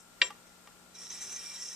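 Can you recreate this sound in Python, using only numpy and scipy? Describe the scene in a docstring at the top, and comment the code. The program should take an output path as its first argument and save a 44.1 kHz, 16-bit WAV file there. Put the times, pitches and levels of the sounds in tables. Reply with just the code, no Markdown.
"""A metal mouthpiece clicks down sharply on sandpaper laid over a glass plate, is nudged twice, then rubs slowly
across the grit. The click rings decaying plate and metal modes with a noise crack; the nudges are dull damped knocks.
The rub is grains and noise driving rim, plate and treble resonances. Behind it, a quiet workshop:
shaped noise for air and hiss, drifting sines for machine hum, and mains harmonics buzzing mostly on the left."""
import sys
import numpy as np
from scipy import signal
from scipy.fft import rfft, irfft, next_fast_len
from scipy.io import wavfile
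from scipy.ndimage import map_coordinates

SR = 44100
rng = np.random.default_rng(int(sys.argv[2]) if len(sys.argv) > 2 else 0)


def master_out(mix):
    """Clip the mix to full scale and print it as 16-bit PCM to the path in sys.argv[1]."""
    frames = np.transpose(np.atleast_2d(mix))
    ceiling = np.clip(frames, -1, 1)
    pcm = np.round(ceiling * 32767).astype(np.int16)
    wavfile.write(sys.argv[1], SR, pcm)


def volts_from_decibels(level):
    """Turn decibel levels (scalar or array-like) into linear amplitude factors."""
    exponent = np.asarray(level, float) / 20
    return 10 ** exponent


N = 77175


def unit(x):
    """Scale to rms 1."""
    return x / np.sqrt(np.mean(x ** 2) + 1e-20)


def along(points, hz):
    """Read a curve of (f/Hz, value) points on a log frequency axis."""
    f, v = np.transpose(points)
    return np.interp(np.log(hz + 1), np.log(f + 1), v)


def sides(pan_db):
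    """Left and right gains that differ by pan_db."""
    return volts_from_decibels(np.array([pan_db / 2, -pan_db / 2]))


def wobble(rate):
    """A smooth random curve with rate knots a second."""
    return map_coordinates(rng.standard_normal(int(N * rate / SR) + 4), [np.arange(N) * rate / SR])


def filtered(x, response):
    """Shape x by a complex response of frequency."""
    m = next_fast_len(N + SR // 2)
    return irfft(rfft(x, m) * response(np.fft.rfftfreq(m, 1 / SR)), m)[..., :N]


def peak(f, hz, width_hz):
    """A causal resonance of gain 1 at its centre."""
    return 1j * f * width_hz / (hz * hz - f * f + 1j * f * width_hz)


def pair(a, b, alike):
    """Left and right of a given likeness, mixed from two unrelated signals."""
    turn = np.arccos(np.clip(alike, -1, 1)) / 2
    mid, side = np.cos(turn) * a, np.sin(turn) * b
    return np.array([mid + side, mid - side])


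# spectrum of the air and hiss: f/Hz, relative level/dB (density)
AIR_SPECTRUM = [(12, -45), (22, -11), (60, -12), (140, -14), (250, -11.5), (570, -12), (900, -13.5),
                (1400, -14.5), (1900, -17.5), (4000, -19), (7900, -19.5), (10000, -25.5), (14000, -23.5),
                (15000, -68)]
# stereo likeness of the air: f/Hz, left-right likeness (-1 to 1)
AIR_LIKENESS = [(60, -0.19), (180, 0.38), (540, 0.57), (1630, 0.053), (4890, -0.08), (14700, 0.01)]
# stereo balance of the air: f/Hz, left minus right level/dB
AIR_BALANCE = [(60, 3), (180, 3.3), (540, 4.7), (1630, 5.3), (4890, 2.7), (14700, 1.6)]


def room_air():
    """Room air and microphone hiss: stereo noise shaped in spectrum, likeness and balance, at rms 1."""
    m = next_fast_len(N)
    hz = np.fft.rfftfreq(m, 1 / SR)
    a, b = rfft(rng.standard_normal((2, m)))
    spectrum = pair(a, b, along(AIR_LIKENESS, hz)) * volts_from_decibels(along(AIR_SPECTRUM, hz))
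    return unit(irfft(spectrum * sides(along(AIR_BALANCE, hz)), m)[:, :N])


# machine tones: f/Hz, relative level/dB
HUM_TONES = [(120, -83), (180, -70.5), (240, -74.5), (538.5, -82.5), (834.4, -86), (1349, -73.5),
             (1408, -72.5)]


def machine_hum():
    """Steady machine tones, each a sine of gently drifting level."""
    t = np.arange(N) / SR
    hum = 0
    for hz, db in HUM_TONES:
        level = volts_from_decibels(db + 4 + 0.5 * wobble(7.9))  # the whole hum sits 4 dB over its table
        hum = hum + level * np.sin(2 * np.pi * (hz * t + rng.random()))
    return hum * sides(0.99)[:, None]


# envelope over the buzz harmonics: f/Hz, relative level/dB of each harmonic
BUZZ_ENVELOPE = [(6500, -100), (7100, -79), (7600, -85), (8100, -78), (8800, -82), (9200, -100)]


def mains_buzz():
    """High mains harmonics at random phases and uneven levels, far stronger on the left."""
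    mains_hz, spread_db, left_db, right_db = 60.02, 3, 3, -15
    t = np.arange(N) / SR
    lines_hz = mains_hz * np.arange(108, 154)
    levels = volts_from_decibels(along(BUZZ_ENVELOPE, lines_hz) + rng.normal(0, spread_db, len(lines_hz)))
    phases = rng.random((len(lines_hz), 1))
    buzz = levels @ np.sin(2 * np.pi * (lines_hz[:, None] * t + phases))
    return buzz * volts_from_decibels([[left_db], [right_db]])


def workshop():
    """The quiet workshop bed: air whose level drifts slowly, plus hum and buzz."""
    air, hum, buzz = room_air(), machine_hum(), mains_buzz()
    air_db = -58 + 1.24 * wobble(5.05)
    return volts_from_decibels(air_db) * air + hum + buzz


def grit():
    """Dense grains of uneven size on a bed of noise."""
    grains_per_s, spread_db, grains_over_noise_db = 3000, 1.8, -3
    hits = rng.random(N) < grains_per_s / SR
    grains = hits * rng.standard_normal(N) * volts_from_decibels(spread_db * rng.exponential(size=N))
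    return unit(rng.standard_normal(N) + volts_from_decibels(grains_over_noise_db) * unit(grains))


def rubbed(modes, force, damping):
    """Grit force driven through modes, each swelling at random as the contact moves; damping widens them."""
    drift_db = 2.5
    ring = 0
    for k, (hz, t60, _, db, pan) in enumerate(modes):
        width_hz = 3 * np.log(10) / np.pi / max(t60, .005) * damping
        swell = volts_from_decibels(db + drift_db * wobble(11.64))
        mode = filtered(force, lambda f: peak(f, hz, width_hz))
        ring = ring + (-1) ** k * swell * sides(pan)[:, None] * mode  # neighbours in opposite sign
    return unit(ring)


# rim resonances, the lower band then the upper: f/Hz, width/Hz
RIM_BANDS = [
    [(5520, 260), (5690, 320)],
    [(5930, 320), (6110, 260)],
]


def rubbed_rim(a, b, levels_db):
    """Grit hisses through two broad bands of rim resonance, each on its own level curve."""
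    force = pair(a, b, 0.78)
    rim = 0
    for db, band in zip(levels_db, RIM_BANDS):
        hiss = filtered(force, lambda f: sum(peak(f, hz, width) ** 2 for hz, width in band))
        rim = rim + volts_from_decibels(db) * unit(hiss)
    return rim * sides(-3)[:, None]


# glass plate modes: f/Hz, free t60/s, struck level/dB, rubbed level/dB, left minus right level/dB
PLATE_MODES = [(86, .15, -42, -43.5, 2), (282, 0.11, -38.5, -28, -3), (385.3, 0.18, -27.5, -14.5, 2.5),
               (463, 0.28, -36.5, -16.5, -0.5), (537, 0.15, -27, -35, 0), (670, 0.17, -30, -27, 1.5),
               (825, 0.05, -27, -33, -2), (993, 0.14, -34.5, -46, -35), (1170, 0.11, -23, -23.5, -1),
               (1356, 0.073, -16.5, -20, 1), (1585, 0.031, -5.5, -33, -4), (1875, 0.033, 5, -12.5, 4),
               (1937, 0.064, -30, -11, 3.5), (2354, 0.053, 1.5, -6, -0.5), (2761, 0.052, 1.5, -17, 2.5),
               (3184, 0.07, -1.5, -9.5, -5), (3500, 0.061, -7.5, -14.5, 13.5),
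               (3683, 0.03, -0.5, -13.5, 2.5), (3943, 0.061, -2.5, -4, 1), (4390, 0.027, -4.5, -21, 10),
               (4720, 0.045, -5.5, -22.5, -11), (5575, 0.077, -5.5, -24, 1), (5700, 0.055, -24, -22, 3),
               (5760, 0.24, -44.5, -17.5, -52)]
# hiss of the rubbed plate: f/Hz, relative level/dB
PLATE_HISS_CURVE = [(300, -23), (700, 2), (1500, 8), (3000, 6), (5000, 2), (7000, -54)]


def rubbed_plate(b, c):
    """Grit rings the glass modes, with a shaped hiss under the ring."""
    hiss = unit(filtered(pair(c, b, 0.92), lambda f: volts_from_decibels(along(PLATE_HISS_CURVE, f))))
    return unit(rubbed(PLATE_MODES, c, 0.57) + volts_from_decibels(-6.5) * hiss)


# mouthpiece modes: f/Hz, free t60/s, struck level/dB, rubbed level/dB, left minus right level/dB
METAL_MODES = [(7180, 0.13, -17, -64, 22.5), (7400, 0.29, -20, -12, 25), (7480, 0.58, -17.5, -18, 20),
               (8000, 0.17, -16.5, -19, 2.5), (8900, 0.19, -56, -27, -38), (9100, 0.12, -61, -20, 20),
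               (9900, 0.093, -67, -26.5, 36)]
# treble fizz: f/Hz, relative level/dB
FIZZ_CURVE = [(3880, -37), (6600, -4), (6930, 3), (8300, 7), (8940, -4), (9990, -6), (11200, -18),
              (13000, -11)]


def rubbed_treble(a):
    """Wide grit fizz leaning left, plus the mouthpiece's modes shortened by the hand that holds it."""
    held_damping = 9  # held metal rings this many times shorter
    fizz = unit(filtered(pair(grit(), grit(), 0.1), lambda f: volts_from_decibels(along(FIZZ_CURVE, f))))
    metal = rubbed(METAL_MODES, a, held_damping)
    return unit(fizz * sides(14.5)[:, None] + volts_from_decibels(2.5) * metal)


# rubbing levels, before judder and pan:
# t/s, lower rim level/dB, upper rim level/dB, plate level/dB, treble level/dB
RUB_LEVELS = [(0, -61, -60, -71, -60.5), (.044, -73, -87, -82, -69), (.12, -82, -95, -102, -95),
              (.215, -97, -100, -99.5, -97), (.23, -62, -57, -46, -73), (.255, -61, -69, -56, -65),
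              (.285, -59, -58, -54, -69), (.31, -97, -100, -99, -95.5), (.45, -82, -82, -89, -95),
              (.475, -67.5, -61, -66.5, -79), (.51, -73, -95, -105, -93), (.9, -107.5, -97.5, -95, -97.5),
              (0.925, -90, -79, -68, -78), (0.935, -74, -68, -86, -73), (0.953, -58, -53.5, -56.5, -59.5),
              (0.977, -54, -60, -61, -62.5), (0.991, -49.5, -52, -58.5, -54),
              (1.015, -47.5, -53, -54, -49.5), (1.081, -51.5, -54, -55.5, -57.5),
              (1.095, -49, -62, -61, -54), (1.102, -69, -41, -53, -59), (1.116, -47, -46.5, -48.5, -52),
              (1.13, -43, -45.5, -52, -51), (1.148, -46.5, -57, -52, -49), (1.184, -46, -51, -52, -52),
              (1.2, -53, -50, -54, -55), (1.22, -51, -41.5, -48, -44), (1.29, -47.5, -49, -51, -52),
              (1.3, -48, -46.5, -47.5, -48), (1.315, -60, -41.5, -50, -51), (1.323, -45, -44, -47, -44),
              (1.337, -49, -40.5, -50, -50), (1.381, -47, -42.5, -50.5, -50), (1.393, -46.5, -59, -51, -50),
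              (1.507, -45, -63, -52.5, -50), (1.533, -48, -50, -51, -53), (1.543, -45.5, -57, -51, -48.5),
              (1.563, -44.5, -62, -51.5, -49.5), (1.571, -47, -57, -51, -51), (1.597, -51, -48, -51.5, -51),
              (1.619, -40, -45, -52.5, -48), (1.711, -45.5, -46, -53, -50), (1.75, -48, -49, -54, -50.5)]


def rubbing():
    """Shared grit drives rim, plate and treble along their level curves, with one judder over all."""
    times, *columns = np.transpose(RUB_LEVELS)
    t = np.arange(N) / SR
    *rim_db, plate_db, treble_db = (np.interp(t, times, column) for column in columns)
    judder_db = 0.7 * (wobble(24.8) + wobble(90))
    a, b, c = grit(), grit(), grit()
    rim = rubbed_rim(a, b, rim_db)
    plate = volts_from_decibels(plate_db) * rubbed_plate(b, c)
    treble = volts_from_decibels(treble_db) * rubbed_treble(a)
    return volts_from_decibels(judder_db) * (rim + plate + treble)


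# room decay: f/Hz, t60/s
ROOM_DECAY = [(300, 0.626), (2000, .25), (8000, 0.15)]
# stereo likeness of the room tail: f/Hz, left-right likeness
ROOM_LIKENESS = [(300, 0.98), (1000, 0.43), (4000, 0.13)]


def room(x):
    """Diffuse tail after a 300-sample delay: stereo noise in which each frequency dies at its own speed."""
    hz, t, z = signal.stft(rng.standard_normal((2, SR // 2)), SR, nperseg=256)
    decay = volts_from_decibels(-60 * t / along(ROOM_DECAY, hz)[:, None])
    diffuse = pair(*z, along(ROOM_LIKENESS, hz)[:, None])
    tail = signal.istft(diffuse * decay, SR, nperseg=256)[1]
    tail = tail / np.linalg.norm(tail[0])
    delayed = np.pad(x.mean(0), (300, 0))
    return signal.fftconvolve(delayed[None], tail, axes=1)[:, :N]


# contacts: t/s, relative level/dB, softness as upper edge f/Hz
CONTACTS = [(0.215, -8, 5560), (0.2653, -39, 9000)]


def blows():
    """A faint lead-in tick, then plate and metal ring; a softer contact reaches only the lower modes."""
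    grip_s, grip_t60_s = 0.29, 0.013  # fingers close on the ringing metal
    lead_s, lead_db, build_s = 0.003, -28, 0.002
    crack_db, crack_t60_s = -7, 0.05
    flutter_db, phase_rough = 4.5, 1.1  # phase in radians
    out, t = np.zeros((2, N + SR)), np.arange(SR // 3) / SR
    for start, db, edge_hz in CONTACTS:
        grip_db = -60 * np.clip(t + start - grip_s, 0, None) / grip_t60_s
        ring = 0
        for modes, held_db in ((PLATE_MODES, 0), (METAL_MODES, grip_db)):
            for hz, t60, level, _, pan in modes:
                flutter = flutter_db * wobble(94.4)[:len(t)] * np.minimum(t / 0.021, 1)
                phase = 2 * np.pi * hz * t + rng.normal(0, hz / 9000, (2, 1))
                rough = phase_rough * wobble(68.5)[:len(t)] * np.minimum(t / 0.012, 1)
                reach = 1 / (1 + (hz / edge_hz) ** 4)
                decay = volts_from_decibels(level - 60 * t / t60 + held_db + flutter)
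                ring = ring + decay * reach * np.sin(phase + rough) * sides(pan)[:, None]
        band_hz = [1100, np.clip(edge_hz * 0.6, 2000, 9000)]
        noise = pair(*rng.standard_normal((2, len(t))), 0.76)
        crack = signal.lfilter(*signal.butter(2, band_hz, "band", fs=SR), noise)
        crack = crack * volts_from_decibels(crack_db - 60 * t / crack_t60_s)
        build = 1 - np.exp(-(t / build_s) ** 2)
        hit = volts_from_decibels(db - 7.5) * (ring + 2 * crack) * build
        out[:, round(start * SR):][:, :len(t)] += hit
        # the lead-in reuses the crack, with the crack's own level taken out
        lead = volts_from_decibels(db + lead_db - crack_db) * crack * np.minimum(t / 0.0018, 1)
        out[:, round((start - lead_s) * SR):][:, :len(t)] += lead
    return out[:, :N]


# rocking and settling: t/s, relative level/dB, rise/s, brightness/dB per octave
NUDGE_EVENTS = [(.3026, -39, .0025, 0), (.6730, -51, .0005, 1.5)]
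# held piece against the plate: f/Hz, relative level/dB, t60/s
KNOCK_MODES = [(480, -12, .06), (830, -2, .09), (1180, 0, .08), (1400, -4, .03), (1600, -3, .035),
               (1860, -2, .035), (2780, -10, .09), (3400, -7, .025), (5700, -11, .02)]


def nudges():
    """The piece rocks and settles: short dull knocks with a tick of grit, damped by the fingers."""
    tick_db, tick_t60_s = 3, 0.03
    out, t = np.zeros((2, N + SR)), np.arange(SR // 8) / SR
    for start, db, rise_s, tilt_db in NUDGE_EVENTS:
        ring = 0
        for hz, level, t60 in KNOCK_MODES:
            decay = volts_from_decibels(level + tilt_db * np.log2(hz / 1000) - 60 * t / t60)
            ring = ring + decay * np.sin(2 * np.pi * hz * t + rng.normal(0, 0.22, (2, 1)))
        noise = rng.standard_normal(len(t))
        tick = unit(signal.lfilter(*signal.butter(1, [800, 2600], "band", fs=SR), noise))
        tick = volts_from_decibels(tick_db - 60 * t / tick_t60_s) * tick
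        knock = (ring + tick) * (1 - np.exp(-(t / rise_s) ** 2))
        out[:, round(start * SR):][:, :len(t)] += volts_from_decibels(db) * knock * sides(1.4)[:, None]
    return out[:, :N]


def scene():
    """Contacts, nudges and rubbing in the room, over the workshop."""
    left_lag_s, room_db = 1 / 44100, -17
    near = blows() + nudges() + rubbing()
    near = filtered(near, lambda f: np.exp(-2j * np.pi * f * [[left_lag_s], [0]]))
    return near + volts_from_decibels(room_db) * room(near) + workshop()


def top_cut(x):
    """Nothing passes above the cut-off."""
    return signal.sosfilt(signal.butter(12, 15290, fs=SR, output="sos"), x)


def record(dry):
    """Cut everything from 14280 Hz up to finish the mix."""
    mix = filtered(dry, lambda f: f < 14280)
    return top_cut(mix)


dry = scene()
out = record(dry)
master_out(out)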